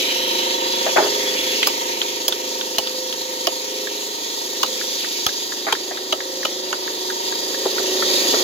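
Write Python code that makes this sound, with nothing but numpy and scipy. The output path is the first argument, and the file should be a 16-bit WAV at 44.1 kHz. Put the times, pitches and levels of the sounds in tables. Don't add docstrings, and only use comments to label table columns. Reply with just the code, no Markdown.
import sys
import numpy as np
from scipy import signal
from scipy.fft import rfft, irfft, next_fast_len
from scipy.io import wavfile
from scipy.ndimage import uniform_filter1d

SR = 44100
rng = np.random.default_rng(int(sys.argv[2]) if len(sys.argv) > 2 else 0)


def unload_wav(signal):
    wavfile.write(
        sys.argv[1],
        SR,
        np.round(np.clip(np.atleast_2d(signal).T, -1, 1) * 32767).astype(np.int16),
    )


N = 371763
BURST = int(0.25 * SR)


def from_db(db):
    return 10 ** (np.asarray(db) / 20)


def rms_one(x):
    return x / np.sqrt(np.mean(x ** 2) + 1e-20)


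def in_time(rows):
    seconds, *columns = np.transpose(rows)
    t = np.arange(N) / SR
    return [np.interp(t, seconds, column) for column in columns]


def at_hz(points, hz):
    table_hz, value = np.transpose(points)
    return np.interp(np.log(hz + 1), np.log(table_hz), value)


def drift(rate_hz):
    step = 100
    r = np.exp(-2 * np.pi * rate_hz * step / SR)
    draws = rng.standard_normal(N // step + 1002)
    slow = signal.lfilter([1], [1, -2 * r, r * r], draws)[1000:]
    return np.interp(np.arange(N) / step, np.arange(len(slow)), rms_one(slow))


def add(out, s, sound):
    start = max(int(s * SR), 0)
    out[:, start:start + sound.shape[1]] += sound[:, :N - start]


def pair(alike, mid, side):
    alike = np.clip(alike, -1, 1)
    return np.sqrt(1 + alike) * mid + np.sqrt(1 - alike) * side * np.array([[1], [-1]])


def lagged(x, lag_table):
    size = next_fast_len(N + BURST)
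    hz = np.arange(size // 2 + 1) * SR / size
    lag = np.interp(hz, *np.transpose(lag_table))
    right = irfft(rfft(x[1], size) * np.exp(-1j * lag), size)[:N]
    return np.array([x[0], right])


def resonance(x, hz, width_hz):
    r = np.exp(-np.pi * width_hz / SR)
    poles = [1, -2 * r * np.cos(2 * np.pi * hz / SR), r * r]
    return (1 - r * r) / 2 * signal.lfilter([1, 0, -1], poles, x)


def dull(x, top_hz=1800):
    return signal.sosfilt(signal.butter(4, top_hz, fs=SR, output="sos"), x)


# (frequency [Hz], likeness [-1 to 1])
CONTACT_LIKENESS = [(450, .9), (700, 0.42), (1400, 0.27), (2200, 0.097)]


def strike(modes, rise_s, contact_s, scatter_db=2.0, grain_db=0):
    t = np.arange(BURST) / SR
    catches = from_db(grain_db * np.repeat(rng.standard_normal(BURST), 88)[:BURST])
    envelope = (1 - np.exp(-t / rise_s)) * np.exp(-t / contact_s)
    force = rng.standard_normal((2, BURST)) * catches * envelope + 1e-18
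    out = 0
    for k, (hz, width_hz, db) in enumerate(modes):
        ring = resonance(pair(at_hz(CONTACT_LIKENESS, hz), *force), hz, width_hz)
        sign = (-1) ** k
        out = out + sign * from_db(db + scatter_db * rng.standard_normal()) * ring
    power = uniform_filter1d(np.mean(out ** 2, axis=0), size=176)
    return out / np.sqrt(power.max())


# (frequency [Hz], likeness [-1 to 1])
MACHINE_LIKENESS = [(50, 0.78), (150, 1), (400, 0.97), (680, 0.13), (1000, 0.6), (1800, 0.25), (4000, 0.53),
                    (14000, 0.28)]


def far_noise(colour, patchy_db=0.0, patchy_rate=5.5):
    size = next_fast_len(N)
    hz = np.arange(size // 2 + 1) * SR / size
    spectra = rfft(rng.standard_normal((2, size)))
    both = pair(at_hz(MACHINE_LIKENESS, hz), *spectra) * from_db(at_hz(colour, hz))
    if not patchy_db:
        return rms_one(irfft(both, size)[:, :N])
    band = np.clip(np.round(4 * np.log2((hz + 1) / 1000)), 0, 12)
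    out = 0
    for k in np.unique(band):
        part = irfft(both * (band == k), size)[:, :N]
        out = out + part * from_db(patchy_db * drift(patchy_rate))
    return rms_one(out)


# (time [s], level [dB])
CASING_RING_LEVEL = [(0, -32), (.6, -28), (1.1, -29.5), (1.55, -34.5), (1.85, -29), (2.2, -35.5),
                     (2.45, -32), (2.95, -36.5), (3.3, -34), (4.5, -38), (5.4, -39.5), (6.5, -41),
                     (7.2, -31.5), (7.6, -37), (8.43, -32)]


def casing(turn, hz=938, width_hz=44, uneven_db=1.5, slip_s=0.00006):
    level_db, = in_time(CASING_RING_LEVEL)
    firings = np.flatnonzero(np.diff(turn // (2 * np.pi)))
    slips = (slip_s * SR * rng.standard_normal(len(firings))).astype(int)
    knocks = np.zeros(N)
    knocks[np.clip(firings + slips, 0, N - 1)] = from_db(uneven_db * rng.standard_normal(len(firings)))
    ring = resonance(resonance(knocks + 1e-18, hz, width_hz), hz, width_hz)
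    return from_db(level_db) * rms_one(ring)


# (time [s], firing rate [firings per s])
FIRING_RATE = [(0.0, 25.9), (0.4, 25.95), (0.8, 26.16), (1.2, 25.83), (2.8, 25.72), (3.6, 25.84),
               (5.2, 25.86), (5.6, 26.05), (6.0, 26.64), (6.4, 26.38), (7.2, 26.45), (7.65, 26.9),
               (8.43, 26.26)]
# (time [s], level [dB])
DRONE_LEVEL = [(0.0, -29), (1.27, -28), (1.99, -32), (3.71, -34.5), (4.3, -35.5), (4.76, -32),
               (5.26, -34.5), (7.3, -32), (8.43, -23.5)]
# (multiple of the firing rate, level at idle [dB], level after speeding up [dB])
EXHAUST_ORDERS = [(8, -15, -16), (9, -10.5, -13), (10, -15, -14.5), (11, -7, -9.5), (12, -7.5, -4.5),
                  (13, -6.5, -3.5), (14, -1, 4.5), (15, -5, -5.5), (16, -2, -4.5), (17, -6.5, -7),
                  (18, -8, -9.5), (19, -7, -4.5), (20, 2.5, -2.5), (21, -7.5, -9), (22, -11, -5.5),
                  (25, -11.5, -14), (28, -12.5, -10.5), (29, -14, -10.5), (34, -12.5, -19)]
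SWELLING_ORDERS = (16, 20)
# (time [s], change of the lower [dB], change of the upper [dB])
SWELLING_LEVELS = [(0, -4, -4.5), (.8, -17, 3.5), (1.05, 7, 1.5), (1.35, 3, 3), (1.7, 4.5, -3),
                   (2.5, -1.5, 2), (3.3, -4, 4), (3.9, 7.5, -0.5), (4.3, 2, -12), (4.7, -4, 2.5),
                   (5.2, -2, -10.5), (5.95, -7, -9), (6.3, -26, 5), (7.2, 4.5, -2), (8.43, -3, 2)]
# (multiple, share of the swing in dB)
SWING_SHARE = [(18, 1), (34, 1.1)]
# (time [s], level [dB])
RUMBLE_LOUDNESS = [(0, -34), (1.2, -32), (2, -37), (3.6, -38.5), (4.7, -37), (5.4, -38.5), (7.3, -36),
                   (8.43, -26.5)]
# (frequency [Hz], level [dB per Hz])
RUMBLE_COLOUR = [(25, -59), (60, -28), (160, -18), (250, -11.5), (370, 3.5), (520, -5.5), (700, -3.5),
                 (950, -4), (1200, -7.5), (1600, -14.5), (1900, -1.5), (2600, -48)]


def engine(orders_db=-5.5, waver_db=2.14, jitter=0.13, uneven_db=0.5):
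    speed_up_s, speed_up_takes_s = 5.32, 0.78
    smear_orders, smear_scatter = 9, 0.7
    (speed,), (level_db,) = in_time(FIRING_RATE), in_time(DRONE_LEVEL)
    turn = 2 * np.pi * np.cumsum(speed) / SR
    faster = np.clip((np.arange(N) / SR - speed_up_s) / speed_up_takes_s, 0, 1)
    swelling_db = dict(zip(SWELLING_ORDERS, in_time(SWELLING_LEVELS)))
    mean_db = level_db.mean()
    drone = 0
    for k, idle_db, fast_db in EXHAUST_ORDERS:
        share = np.interp(k, *np.transpose(SWING_SHARE))
        drone_db = mean_db + share * (level_db - mean_db)
        order_db = orders_db + idle_db + faster * (fast_db - idle_db) + swelling_db.get(k, 0)
        gain = from_db(drone_db + order_db + waver_db * drift(2.7))
        smear = -np.pi * k * k / smear_orders + smear_scatter * rng.standard_normal()
        drone = drone + gain * np.cos(k * turn + smear + jitter * drift(2.7))
    throb = 1 + 0.057 * np.cos(turn)
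    rumble = from_db(in_time(RUMBLE_LOUDNESS)[0]) * far_noise(RUMBLE_COLOUR) * throb
    both = drone * from_db(uneven_db * drift(12.0)) + rumble + casing(turn)
    return both * from_db([[-0.9], [0.9]])


# (start [s], end [s], frequency [Hz], width [Hz], level against the hiss [dB])
BLADE_MODES = [(-3, 0.7, 3940, 110, -4), (-1, .49, 3090, 200, -4), (0.5, 1.53, 3390, 25, -7),
               (5, 10, 4760, 76, -7), (4.5, 10, 3720, 450, -7.5), (.5, 10, 6700, 210, -8.5)]


def blades(fade_s=0.26, sway_db=1.07):
    t, out = np.arange(N) / SR, np.zeros((2, N))
    for start, end, hz, width_hz, db in BLADE_MODES:
        friction = pair(at_hz(MACHINE_LIKENESS, hz), *rng.standard_normal((2, N)))
        ring = resonance(friction, hz, width_hz)
        held = np.clip(np.minimum(t - start, end - t) / fade_s + 1, 0, 1)
        out += from_db(db + sway_db * drift(9.0)) * held * rms_one(ring)
    return out


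# (time [s], level [dB])
CUTTING_LOAD = [(0.0, -24), (0.61, -26.5), (1.1, -24.5), (1.5, -24), (2.18, -28.5), (4.51, -28),
                (4.98, -26), (5.94, -31.5), (6.71, -30.5), (7.91, -25), (8.19, -20), (8.43, -21.5)]
# (frequency [Hz], level [dB per Hz])
GRIND_COLOUR = [(1000, -19), (1600, -5.5), (2200, 3.5), (2800, 5.5), (3300, 5.5), (4000, -37), (5000, -62),
                (7000, -30.5)]
HISS_COLOUR = [(1500, -49.5), (2600, -28), (3200, 7), (3800, 8), (4600, 9.5), (5400, 6), (6200, 6),
               (6900, 0.5), (7600, -2.5), (8600, -16), (10000, -20.5)]
SPRAY_COLOUR = [(7000, -9), (8500, 9), (9800, 3), (11200, 19.5), (12600, 11), (14000, 17.5), (15200, 12),
                (16000, 0)]


def saws(flutter_db=1.02):
    hiss_db, grind_db, spray_db = -0.24, -10.5, -10
    deep_cut_db, deep_cut_end_s, run_out_s = 7, 1.93, 0.74
    load_db, = in_time(CUTTING_LOAD)
    deep = np.exp(-np.maximum(np.arange(N) / SR - deep_cut_end_s, 0) / run_out_s)
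    flutter = flutter_db * drift(48.0)
    grind_gain = from_db(load_db + grind_db + deep_cut_db * deep + 1.04 * drift(13.0))
    grind = grind_gain * far_noise(GRIND_COLOUR, patchy_db=2.35)
    hiss_and_rings = far_noise(HISS_COLOUR, patchy_db=1.5) + blades()
    hiss = from_db(load_db + hiss_db + flutter) * hiss_and_rings
    spray = from_db(load_db + spray_db + flutter) * far_noise(SPRAY_COLOUR)
    return (grind + hiss) * from_db([[-0.6], [0.6]]) + spray * from_db([[0.5], [-0.5]])


# (time [s], level [dB], strongest ring [Hz])
DISTANT_TAPS = [(s, -26.5, 1700) for s in (3.87, 4.81, 5.044, 5.289, 5.52, 5.75, 5.971, 6.203, 6.429, 6.876, 7.1, 7.323, 7.543)] + [(7.78, -22, 1450),
                (8.023, -19.5, 1300)]
# (frequency [Hz], width [Hz], level [dB])
DISTANT_STONE_MODES = [(1250, 810, -15), (1510, 310, -10), (1900, 180, -8)]


def far_tapping(tick_db=-30, top_hz=2100):
    out = np.zeros((2, N))
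    for s, db, hz in DISTANT_TAPS:
        body = strike(DISTANT_STONE_MODES, 0.00075, 0.0048)
        ring = strike([(hz, 140, 0)], 0.00054, 0.0032)
        tick = strike([(3580, 460, 0)], 0.0003, 0.005)
        add(out, s, from_db(db) * dull(body + ring, top_hz) + from_db(tick_db) * tick)
    return out


def yard(x, t60=0.082, dull_hz=5000, gap_s=0.007):
    t = np.arange(BURST) / SR
    echoes = rng.standard_normal((2, BURST)) * from_db(-60 * t / t60) * (t > gap_s)
    echoes = signal.sosfilt(signal.butter(1, dull_hz, fs=SR, output="sos"), echoes)
    return signal.fftconvolve(x, rms_one(echoes) / np.sqrt(BURST), axes=1)[:, :N]


# (time [s], thud level [dB], grit level [dB], dying time [s],
# added ring [Hz], top of the sound [Hz])
SLAB_SHIFTS = [(0.862, -18, -24, 0.014, 650, 1900), (0.9599, -12, -19, 0.0082, 620, 2100),
               (0.968, -18, -12, 0.011, 1400, 3000), (0.979, -9.5, -24, 0.011, 850, 1900),
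               (0.995, -15, -21.5, 0.027, 644, 2200), (1.023, -19, -25, 0.015, 400, 1800),
               (1.045, -19.5, -26, 0.022, 430, 1500), (5.6664, -21, -20.5, 0.015, 706, 2200),
               (5.679, -25.5, -23, 0.025, 980, 2700), (5.908, -26, -28, 0.019, 680, 1900),
               (7.655, -14, -27, 0.006, 445, 1310), (7.796, -20.5, -36, 0.006, 397, 1300),
               (8.336, -14, -19, 0.0077, 400, 1400)]
# (frequency [Hz], width [Hz], level [dB])
SLAB_MODES = [(345, 64, -5.5), (410, 46, 1), (484, 310, -4.5), (620, 124, 2.5), (855, 160, -3.5)]
RASP_MODES = [(1210, 260, 6.4), (1480, 340, 9.6), (1800, 320, 9.7), (2370, 400, 4.2)]


def slab(ring_db=-2.0, body_db=-4.0):
    out = np.zeros((2, N))
    for s, thud_db, grit_db, dying_s, ring_hz, top_hz in SLAB_SHIFTS:
        body = from_db(body_db) * strike(SLAB_MODES, 0.00047, dying_s, grain_db=3.5)
        ring = from_db(ring_db) * strike([(ring_hz, 90, 0)], 0.00041, dying_s)
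        rasp = strike(RASP_MODES, 0.0015, dying_s, grain_db=5.5)
        add(out, s, dull(from_db(thud_db) * (body + ring) + from_db(grit_db) * rasp, top_hz))
    return signal.sosfilt(signal.butter(3, 170, "high", fs=SR, output="sos"), out)


def steel_ring(hz, t60_s, rise_s=0.00037, spread=1.4):
    t = np.arange(BURST) / SR
    phase = rng.uniform(0, 2 * np.pi) + rng.choice([-1, 1]) * spread * np.array([[0], [1]])
    wave = np.sin(2 * np.pi * hz * t + phase) * (1 - np.exp(-t / rise_s)) * from_db(-60 * t / t60_s)
    return wave / np.sqrt(uniform_filter1d(wave ** 2, size=176).max())


# (frequency [Hz], width [Hz], level [dB])
CHISEL_MODES = [(2400, 320, -8), (3250, 630, 0), (3780, 600, -0.5), (4340, 790, -7.5)]


def clink(hz, t60_s=0.023, modes_db=-0.5):
    return steel_ring(hz, t60_s) + from_db(modes_db) * strike(CHISEL_MODES, 0.00018, 0.0031)


# (frequency [Hz], width [Hz], level [dB])
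CHISEL_HIGH_MODES = [(4480, 860, -2.2), (5440, 860, -1.8), (6250, 630, 0)]


def ping(hz, t60_s=0.024, modes_db=-1):
    return steel_ring(hz, t60_s) + from_db(modes_db) * strike(CHISEL_HIGH_MODES, 0.00019, 0.004)


def touch(clink_db, knock_db, clink_hz, knock_hz):
    steel = steel_ring(clink_hz, 0.012) + from_db(-5.0) * strike(CHISEL_MODES, 0.00022, 0.0053)
    stone = strike([(knock_hz, 380, 0)], 0.0014, 0.0039)
    return from_db(clink_db) * steel + from_db(knock_db) * stone


# (frequency [Hz], width [Hz], level [dB])
KNOCK_MODES = [(1022, 170, -5), (1215, 500, -2.5), (1430, 580, 0.5), (1500, 330, -6.5), (2220, 490, -19)]


def knock(db, hz):
    ring = strike([(hz, 110, 0)], 0.00021, 0.0036)
    return from_db(db) * dull(ring + strike(KNOCK_MODES, 0.0011, 0.0016))


# (time [s], clink level [dB], rebound level [dB], ping level [dB],
# grit crack level [dB], stone knock level [dB], slab thud level [dB], ground jolt level [dB],
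# clink [Hz], ping [Hz], highest ring [Hz], knock [Hz])
HAMMER_BLOWS = [(1.6705, -23, -29, -14.5, -14, -20, -24, -20.5, 3050, 5070, 6250, 930),
                (2.2807, -18.5, -23, -15, -13, -24, -25, -36, 3310, 4900, 6680, 940),
                (2.783, -16, -21, -15.5, -20, -26, -22, -21, 2940, 4160, 6500, 870),
                (3.4698, -19, -21.5, -15.5, -22.5, -21.5, -15.5, -28, 2950, 5050, 6740, 1070),
                (4.6305, -15.5, -21, -19.5, -21, -15.5, -21.5, -40, 2970, 5050, 6550, 970),
                (5.2645, -16.5, -22, -19, -20, -21.5, -24.5, -24, 3300, 5040, 6200, 1280),
                (5.7244, -14.5, -18, -22, -27, -16.5, -21, -26, 3250, 3800, 7100, 935),
                (6.1244, -18, -15, -24, -31, -18, -19, -37, 3025, 3950, 6270, 1320),
                (6.45, -22, -17, -26, -30, -20, -21, -43, 2980, 5000, 6900, 1250),
                (6.727, -26, -33, -30, -48, -15, -32, -48, 2870, 4050, 6780, 1440)]
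# (time [s], clink level [dB],
# knock level [dB], clink [Hz], knock [Hz])
LIGHT_TOUCHES = [(1.629, -12, -15.5, 3180, 2030), (2.0157, -12.5, -25, 3180, 1390),
                 (2.3237, -15.5, -27.5, 3520, 1340), (2.6115, -17.5, -30, 3500, 1430),
                 (2.872, -19, -33, 3500, 1410), (3.126, -20, -37, 3400, 1400)]
# (frequency [Hz], width [Hz], level [dB])
GRIT_MODES = [(6160, 980, 2), (11400, 570, 19), (16100, 1140, 17.5)]
JOLT_MODES = [(70, 44, 2.2), (192, 950, 2.6)]


def hammer(knock_delay_s=0.00127, thud_delay_s=0.0011, rebound_s=0.0037):
    top_ring_db, top_ring_t60_s = -25, 0.022
    out = np.zeros((2, N))
    for (s, clink_db, rebound_db, ping_db, crack_db, knock_db, thud_db, jolt_db,
         clink_hz, ping_hz, top_hz, knock_hz) in HAMMER_BLOWS:
        add(out, s, from_db(clink_db) * clink(clink_hz))
        add(out, s, from_db(ping_db) * ping(ping_hz))
        add(out, s, from_db(top_ring_db) * steel_ring(top_hz, top_ring_t60_s))
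        add(out, s + rebound_s, from_db(rebound_db) * clink(clink_hz))
        add(out, s, from_db(crack_db) * strike(GRIT_MODES, 0.0001, 0.0061))
        add(out, s, from_db(jolt_db) * strike(JOLT_MODES, 0.00016, 0.00097))
        add(out, s + knock_delay_s, knock(knock_db, knock_hz))
        add(out, s + thud_delay_s, from_db(thud_db) * dull(strike(SLAB_MODES, 0.0006, 0.0065)))
    for s, clink_db, knock_db, clink_hz, knock_hz in LIGHT_TOUCHES:
        add(out, s, touch(clink_db, knock_db, clink_hz, knock_hz))
    return out * from_db([[-0.5], [0.5]])


# (frequency [Hz], lag [radians])
MACHINE_PHASE_LAG = [(550, 0), (720, 2.5), (1400, 2.7), (4050, 7), (16000, 30)]
TOOL_PHASE_LAG = [(550, 0), (800, 1.0), (1400, 1.1), (2200, 0)]


def scene():
    machines = lagged(engine() + saws(), MACHINE_PHASE_LAG)
    work = lagged(far_tapping() + hammer(), TOOL_PHASE_LAG) + slab()
    return machines + from_db(-18.0) * yard(work) + work


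def record(dry):
    top_cut = signal.cheby2(14, 60, 16600, fs=SR, output="sos")
    return signal.sosfilt(top_cut, np.clip(dry, -1, 1))


dry = scene()
out = record(dry)
unload_wav(out)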